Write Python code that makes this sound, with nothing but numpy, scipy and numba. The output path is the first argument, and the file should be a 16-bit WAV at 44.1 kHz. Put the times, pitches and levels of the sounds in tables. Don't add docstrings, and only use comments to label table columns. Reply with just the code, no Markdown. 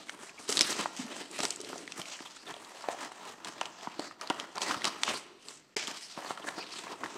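import sys
import numpy as np
from scipy import signal
from scipy.fft import rfft, irfft, next_fast_len
from scipy.io import wavfile
from scipy.ndimage import uniform_filter1d
from numba import njit

SR = 44100
rng = np.random.default_rng(int(sys.argv[2]) if len(sys.argv) > 2 else 0)


def generate_wav(signal):
    frames = np.transpose(np.atleast_2d(signal))
    scaled = np.clip(frames, -1, 1) * 32767
    pcm = np.round(scaled).astype(np.int16)
    wavfile.write(sys.argv[1], SR, pcm)


def volts_from_decibels(level):
    exponent = np.asarray(level, float) / 20
    return 10 ** exponent


N = 316197

# peak_s, rise_s, fall_s, foam_rustle_db, cardboard_scrape_db
HAND_STROKES = [(0.0, .05, 0.039, -54.5, -47.5), (0.093, 0.083, 0.087, -57, -60),
                (0.233, 0.26, 0.31, -51, -52.5), (0.389, 0.0064, 0.18, -50, -53.5),
                (0.497, 0.013, 0.19, -33, -39.5), (0.615, 0.099, 0.05, -54, -39),
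                (0.716, 0.15, 0.055, -34, -40.5), (0.802, 0.079, 0.06, -34, -38),
                (1.025, 0.15, 0.17, -46, -50), (1.215, 0.2, 0.072, -47, -45),
                (1.345, 0.033, 0.087, -38.5, -48.5), (1.442, 0.084, 0.062, -34.5, -39.5),
                (1.747, 0.4, 0.26, -48, -51.5), (2.006, 0.08, 0.055, -43, -47.5),
                (2.136, 0.15, 0.066, -44, -50.5), (2.266, 0.31, 0.14, -51, -52.5),
                (2.368, 0.042, 0.11, -54, -70), (2.493, 0.039, 0.053, -46, -44.5),
                (2.78, 0.44, 0.65, -51.5, -51.5), (2.896, 0.1, 0.058, -66, -44),
                (3.053, 0.19, 0.034, -44.5, -42), (3.284, 0.15, 0.089, -47, -45.5),
                (3.476, 0.088, 0.07, -47.5, -44), (3.619, 0.18, 0.23, -52, -47),
                (3.834, 0.076, 0.15, -49.5, -48.5), (4.044, 0.12, 0.082, -45, -44.5),
                (4.222, 0.029, .12, -47, -43.5), (4.308, 0.01, 0.17, -58, -46),
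                (4.405, 0.083, 0.079, -45, -41), (4.567, 0.013, 0.036, -42, -38),
                (4.623, 0.021, 0.057, -32, -35), (4.715, 0.12, 0.11, -34.5, -35.5),
                (4.849, 0.018, 0.085, -37, -35), (5.099, 0.13, 0.078, -36.5, -38),
                (5.177, 0.11, 0.024, -42, -49), (5.489, 0.06, 0.1, -46, -54),
                (5.764, 0.00087, .1, -31.5, -40), (5.88, 0.041, 0.094, -39.5, -41),
                (6.04, 0.25, 0.38, -49.5, -64), (6.2, 0.12, 0.28, -53, -46.5),
                (6.305, 0.053, 0.034, -41, -41), (6.481, 0.17, 0.11, -47.5, -46),
                (6.596, 0.11, 0.088, -49.5, -45.5), (6.772, 0.16, 0.17, -45.5, -50),
                (6.918, 0.092, 0.058, -47.5, -41.5), (7.05, 0.097, 0.11, -48.5, -43),
                (7.17, 0.093, .1, -50, -47.5)]
# pitch_hz, width_hz, level_db
BOX_MODES = [(130, 120, -12.5), (183.7, 41, -3), (229, 66, -7), (307, 127, 1.5), (408.4, 81, 1),
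             (599, 94, 2.5), (699, 102, -1), (757, 67, 1), (960, 247, 3.5), (1080, 86, -1), (1250, 117, 3),
             (1372, 49, 0.5), (1800, 260, -2)]


def unit(x):
    return x / np.sqrt(np.mean(x ** 2))


def colour(x, points):
    hz, db = np.transpose(points)
    size = next_fast_len(len(x))
    bins_hz = np.maximum(np.arange(size // 2 + 1) * SR / size, 1)
    gain = volts_from_decibels(np.interp(np.log(bins_hz), np.log(hz), db))
    return irfft(rfft(x, size) * gain, size)[:len(x)]


def ring(x, hz, width_hz):
    return signal.lfilter(*signal.iirpeak(hz, hz / width_hz, fs=SR), x)


@njit
def sweep(x, hz, share):
    y, band, low = np.empty(len(x)), 0., 0.
    for i in range(len(x)):
        g = np.tan(np.pi * hz[i] / SR)
        v = (band + g * (x[i] - low)) / (1 + g * (g + share))
        low = low + 2 * g * v
        band = 2 * v - band
        y[i] = share * v
    return y


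def walk(rate_hz):
    hold = int(SR / rate_hz)
    levels = np.repeat(rng.standard_normal(N // hold + 1), hold)
    return unit(uniform_filter1d(levels, hold)[:N])


def add(track, start_s, piece, peak_db):
    i = int(start_s * SR)
    piece = piece[:N - i]
    track[i:i + len(piece)] += piece * volts_from_decibels(peak_db) / np.abs(piece).max()


def swells(peak_db, steepness):
    swell_db = 15
    t, power = np.arange(0, N, 32) / SR, 1e-10
    for (peak_s, rise_s, fall_s, *_), db in zip(HAND_STROKES, peak_db):
        away = np.maximum((peak_s - t) / rise_s, (t - peak_s) / fall_s)
        power = power + volts_from_decibels(db - steepness * swell_db * away) ** 2
    return np.interp(np.arange(N) / SR, t, 10 * np.log10(power))


def slips(rate_hz, spread_db, tail_s, smooth):
    slipping, luck = rng.random((2, N))
    rank = -np.log(1 - luck).clip(-2.6, 0)
    size = (slipping < rate_hz / SR) * volts_from_decibels(spread_db * rank)
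    power = signal.lfilter([1], [1, -np.exp(-2 / (tail_s * SR))], size ** 2)
    power = uniform_filter1d(power, size=int(tail_s * SR / 2))
    return np.sqrt(power / power.mean() + smooth) / np.sqrt(1 + smooth)


def foam(swarm, rustle_db, swish_hz, top_db):
    # pitch_hz, gain_db
    foam_tone = [(880, -33), (1500, -5), (2100, -2.5), (2880, 0), (3620, -3), (4000, -2), (4330, -2.5),
                 (4970, -2.5), (8000, -6), (11700, -26.5), (13900, -27.5), (16000, -53)]
    ticks = (rng.random(N) < 400 / SR) * rng.laplace(size=N)
    clicks = signal.lfilter([1], [1, 0, 0.6], ticks)
    raw = swarm * (rng.standard_normal(N) + 2.94 * clicks)
    parts = 0
    for hz in 1600 * 1.25 ** np.arange(11):
        pops = (rng.random(N) < 12 / SR) * rng.standard_normal(N) * np.sqrt(SR / hz)
        parts = parts + volts_from_decibels(5.4 * walk(20)) * ring(raw, hz, 0.3 * hz)
        parts = parts + 9.4 * ring(pops, hz, 0.16 * hz)
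    gap = sweep(raw, swish_hz, 0.067)
    rustle = unit(colour(parts + 0.86 * gap, foam_tone))
    top_octave_hz = 9000
    body = colour(rustle, [(0.85 * top_octave_hz, 0), (1.2 * top_octave_hz, -40)])
    return volts_from_decibels(rustle_db) * (body + volts_from_decibels(top_db) * (rustle - body))


def cardboard(swarm, scrape_db, boom_db):
    low, high = 0, 0
    for hz, width_hz, db in BOX_MODES:
        friction = swarm * rng.standard_normal(N)
        mode = volts_from_decibels(db + 2.37 * walk(14)) * ring(friction, hz, width_hz)
        if hz < 480:
            low = low + ring(mode, hz, 3 * width_hz)
        else:
            high = high + mode
    return volts_from_decibels(boom_db) * unit(low) + volts_from_decibels(scrape_db) * unit(high)


def cracks():
    # start_s, peak_db, pitch_hz
    crack_list = [(0.095, -22, 1800.0), (0.491, -17.5, 6540), (0.503, -19, 7600), (0.525, -12.5, 4800),
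                  (0.571, -10.5, 4050), (0.577, -12.5, 3980), (0.592, -8.5, 4150), (0.6093, -4, 4700),
                  (0.616, -9.5, 5640), (0.622, -17, 5660), (0.63, -21, 4830), (0.702, -24, 5000),
                  (0.706, -17.5, 6100), (0.728, -20, 4200.0), (1.216, -33.5, 3100), (1.313, -32, 7900),
                  (1.39, -22, 7100), (1.404, -16.5, 3000), (1.434, -21.5, 6000), (1.4524, -11.5, 5300),
                  (1.483, -29, 7800), (1.506, -15.5, 6600), (1.56, -28, 7400), (1.604, -28, 5600),
                  (1.614, -26, 7700), (1.647, -30, 4360), (1.78, -29, 6700), (1.877, -27.5, 1930),
                  (1.921, -24, 3050), (2.016, -26, 2960), (2.056, -32.5, 2430), (2.084, -33, 3470),
                  (2.122, -39, 3190), (2.191, -36, 1790), (2.204, -34, 2370), (2.391, -42.5, 4670),
                  (2.524, -38, 6960), (2.508, -33, 3080), (2.54, -35, 3670), (2.565, -39.5, 3000),
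                  (2.648, -35, 3880), (2.886, -31, 1850), (2.887, -33, 2700), (3.447, -23, 3570),
                  (3.581, -42, 2460), (3.612, -18.5, 2720), (3.63, -33, 2400), (3.656, -25.5, 3300),
                  (3.81, -36.5, 3000), (3.832, -36, 3900), (3.995, -22.5, 4200), (4.212, -25.5, 4930),
                  (4.219, -33, 2840), (4.274, -28, 4540), (4.3, -17.5, 2850), (4.399, -20, 2980),
                  (4.556, -31, 5600), (4.57, -31, 2100), (4.581, -21.5, 4400), (4.618, -18.5, 3250),
                  (4.68, -29, 4410), (4.713, -20, 3300.0), (4.819, -28, 2100.0), (4.844, -12, 2900),
                  (4.853, -10.5, 4260), (4.879, -22.5, 5400), (5.034, -8, 3230), (5.08, -26, 1900),
                  (5.485, -27.5, 4500), (5.767, -19, 2320), (5.767, -18, 5300), (5.872, -23, 3200),
                  (6.03, -39, 4950), (6.222, -39, 1720), (6.263, -38, 1680), (6.375, -32, 1750),
                  (6.488, -22.5, 1800.0), (6.627, -32.5, 2560), (6.632, -38, 2550), (6.718, -41, 2500),
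                  (6.79, -33, 3600.0), (6.866, -44, 2410), (6.879, -37, 2350), (7.04, -25.5, 1920),
                  (7.06, -31, 1800.0)]
    out, t = np.zeros(N), np.arange(2000) / SR
    top = signal.butter(3, 8500, fs=SR, output="sos")
    envelope = (1 - np.exp(-t / 0.00056)) * (volts_from_decibels(-60 * t / 0.0066) + 0.13 * volts_from_decibels(-60 * t / 0.034))
    for start_s, peak_db, hz in crack_list:
        burst = rng.standard_normal(len(t)) * envelope
        burst[8] += 3
        snap = ring(ring(burst, 0.78 * hz, min(2.1 * hz, 6000)), hz, 10600)
        snap = volts_from_decibels(0.44 * (peak_db + 27.5)) * (hz / 4000) ** 0.78 * snap
        width_hz = 0.24 * hz
        tone = ring(ring(burst, hz, width_hz), hz, 3 * width_hz)
        overtone = ring(burst, 1.66 * min(hz, 5000), 1.83 * width_hz)
        crack = snap + 3.76 * tone + 1.01 * overtone
        add(out, start_s, signal.sosfilt(top, crack), peak_db)
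    return out


def knocks():
    # start_s, peak_db, pitch_hz of the struck spot
    knock_list = [(0.14, -42, 1100), (0.493, -25, 406), (0.608, -30.5, 410), (0.8, -26.5, 850),
                  (0.858, -16, 980), (1.39, -29, 610), (1.401, -28.5, 283), (1.402, -29, 860),
                  (1.434, -30, 710), (1.453, -21.5, 1460), (1.601, -35, 425), (1.635, -36.5, 487),
                  (1.699, -33, 604), (1.758, -32.5, 670), (1.73, -34, 376), (1.73, -29, 1170),
                  (1.99, -39, 181), (1.993, -37, 1100), (2.205, -38, 288), (2.206, -36, 1000),
                  (2.366, -38.5, 1250), (2.495, -35, 1100), (2.511, -32, 1100), (2.541, -37, 695),
                  (2.566, -37, 606), (2.841, -28.5, 895), (2.886, -17, 633), (2.905, -33, 690),
                  (2.93, -33, 754), (2.945, -32, 700), (3.118, -32, 830), (3.614, -18.5, 827),
                  (3.872, -24.5, 900), (3.873, -35.5, 228), (3.992, -26.5, 344), (3.995, -24.5, 656),
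                  (4.111, -32, 1380), (4.213, -29.5, 1430), (4.301, -21.5, 359), (4.303, -18, 900),
                  (4.308, -18.5, 840), (4.564, -29, 1090), (4.576, -27, 990), (4.581, -22.5, 1000),
                  (4.696, -26, 1300), (4.71, -18, 1260), (4.744, -21.5, 1080), (4.761, -39, 130.0),
                  (4.85, -22, 1080), (4.874, -24.5, 1290), (5.037, -34, 1380), (5.079, -19.5, 950),
                  (5.081, -34, 252), (5.765, -27.5, 424), (6.174, -37.5, 223), (6.176, -28.5, 864),
                  (6.226, -32, 910), (6.261, -30, 915), (6.305, -38, 250), (6.307, -19.5, 840),
                  (6.377, -30, 1100), (6.485, -26.5, 1090), (6.578, -35, 294), (6.58, -33, 750),
                  (6.739, -38, 1100), (6.869, -30, 960.0), (7.035, -22, 1080), (7.059, -28, 960)]
    out, t = np.zeros(N), np.arange(5000) / SR
    for start_s, peak_db, spot_hz in knock_list:
        contact = t * spot_hz / 0.53
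        fade = volts_from_decibels(-60 * t * (spot_hz / 1000) ** 0.63 / 0.021)
        rough = rng.standard_normal(len(t)) * np.minimum(contact / 2.1, 1) * fade
        push = (contact < 1) * np.sin(np.pi * contact) + 0.92 * rough
        spread = (spot_hz / 1000) ** 0.3
        modes = 0
        for hz, width_hz, db in BOX_MODES:
            distance = np.log(hz / spot_hz) / (0.16 * spread)
            near = np.exp(-distance ** 2) + 0.2 * spread
            modes = modes + near * volts_from_decibels(db) * ring(push, hz, 0.88 * width_hz)
        focused = ring(modes, spot_hz, 2.37 * spread * spot_hz)
        add(out, start_s, ring(focused, 2 * spot_hz, 8.8 * spot_hz), peak_db)
    return out


def rubs_and_shudder():
    # middle_s, length_s, level_db (rms at the crest), pitch_hz
    swell_list = [(0.092, .017, -47, 2180), (0.296, 0.0057, -45, 2450), (0.385, .018, -49, 2300),
                  (1.003, 0.019, -35, 229), (1.044, 0.036, -44, 229), (2.15, 0.022, -49, 3070),
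                  (2.266, 0.028, -49, 3280), (2.366, 0.014, -55, 7000), (2.412, 0.068, -58, 4800),
                  (2.474, 0.016, -46.5, 3480), (4.036, 0.13, -54, 4400), (4.625, .025, -40.5, 4500),
                  (5.155, 0.028, -41.5, 4380), (5.31, 0.14, -58, 378), (5.816, 0.075, -47, 5230),
                  (5.81, 0.075, -50, 2300), (6.044, 0.056, -48.5, 5150), (6.27, 0.025, -47.5, 4400),
                  (6.426, .02, -50.5, 3110), (6.48, .02, -38, 1710), (6.596, 0.066, -46, 4650),
                  (6.61, 0.057, -51, 2510), (6.766, 0.028, -49, 3000), (6.775, 0.044, -48.5, 4140),
                  (6.92, 0.055, -47.5, 1000), (7.073, 0.027, -61, 1800)]
    out, t = np.zeros(N), np.arange(-3500, 3500) / SR
    for middle_s, length_s, db, hz in swell_list:
        width_hz = 0.17 * hz
        tone = ring(ring(rng.standard_normal(len(t)), hz, width_hz), hz, 2 * width_hz)
        swell = np.exp(-(2 * t / length_s) ** 4)
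        i = int((middle_s + t[0]) * SR)
        piece = (unit(tone * swell) * np.sqrt(np.mean(swell ** 2)))[:N - i]
        out[i:i + len(piece)] += volts_from_decibels(db) * piece
    return out


def room(x):
    t60_s, level_db = 0.95, -15.5
    t = np.arange(SR // 2) / SR
    noise = rng.standard_normal(len(t)) * (1 - np.exp(-t / 0.0016))
    dull = signal.lfilter([0.4], [1, -0.6], noise)
    bright = noise - dull
    tail = dull * volts_from_decibels(-60 * t / t60_s) + bright * volts_from_decibels(-60 * t / (0.2 * t60_s))
    tail = tail / np.sqrt(np.sum(tail ** 2))
    return volts_from_decibels(level_db) * signal.fftconvolve(x, tail)[:N]


def hush():
    # pitch_hz, gain_db
    hush_tone = [(15, -22), (25, 21.5), (49, -4), (317, 2), (1020, -10.5), (1370, -6), (5000, -53),
                 (13600, -28), (16000, -48)]
    level_db = -63.5
    return volts_from_decibels(level_db) * unit(colour(rng.standard_normal(N), hush_tone))


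def scene():
    # time_s, boom_db of the box against the scrape, swish_hz (centre), top_db of the top octave
    drift = [(0.0, -4, 4940, 3), (0.16, -0.5, 2080, 6.5), (0.3, -9.5, 2290, -4), (0.499, 0.5, 6050, 4),
             (0.78, 0, 4970, -1.5), (0.9, -2, 4540, 1), (1.042, -6, 6340, 1.5), (1.301, 0, 7500, 3.5),
             (1.9, 2.5, 7440, 3.5), (2.15, -14, 3200, -1), (2.55, -2, 4560, 3), (2.9, -10, 2300, -3),
             (3.3, -6, 6370, 1.5), (3.65, -4.5, 4140, -5), (4.0, -8, 4740, -6), (4.6, -8, 4600, 0.5),
             (5.1, -5, 4650, 1.5), (5.4, 2, 2820, 6), (5.75, -4.5, 5060, -10.5), (6.05, -12, 5300, 3),
             (6.5, -3.5, 4360, 2.5), (6.95, -3.5, 3070, 1), (7.17, -2, 2820, -2)]
    *_, foam_db, wall_db = np.transpose(HAND_STROKES)
    rustle_db = swells(foam_db, steepness=1)
    scrape_db = swells(wall_db, steepness=1.054)
    time_s, *columns = np.transpose(drift)
    boom_db, swish_hz, top_db = (np.interp(np.arange(N) / SR, time_s, c) for c in columns)
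    swish_hz = swish_hz * 2 ** (0.1 * walk(13))
    fine = slips(rate_hz=390, spread_db=4.5, tail_s=0.0063, smooth=0.55)
    catches = slips(rate_hz=83, spread_db=1.5, tail_s=0.0054, smooth=2.5)
    rustle = foam(fine, rustle_db, swish_hz, top_db)
    scrape = cardboard(catches * fine ** 1.23, scrape_db, scrape_db + boom_db)
    near = rustle + scrape + cracks() + knocks() + rubs_and_shudder()
    return (near + room(near) + hush())[None]


def top_cut(x):
    return signal.sosfilt(signal.butter(12, 16000, fs=SR, output="sos"), x)


def record(dry):
    thump = signal.sosfilt(signal.butter(1, 70, fs=SR, output="sos"), dry ** 2)
    thin = signal.sosfilt(signal.butter(2, 110, "high", fs=SR, output="sos"), dry)
    x = thin + 0.2 * (thump - thump.mean())
    x = x + 0.18 * ring(x, 8320, 480)
    dropout_s = (5.753, 5.761)
    t = np.arange(N) / SR
    outside_s = np.maximum(dropout_s[0] - t, t - dropout_s[1])
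    mix = x * np.clip(outside_s / 0.002, 0.003, 1)
    return top_cut(mix)


dry = scene()
out = record(dry)
generate_wav(out)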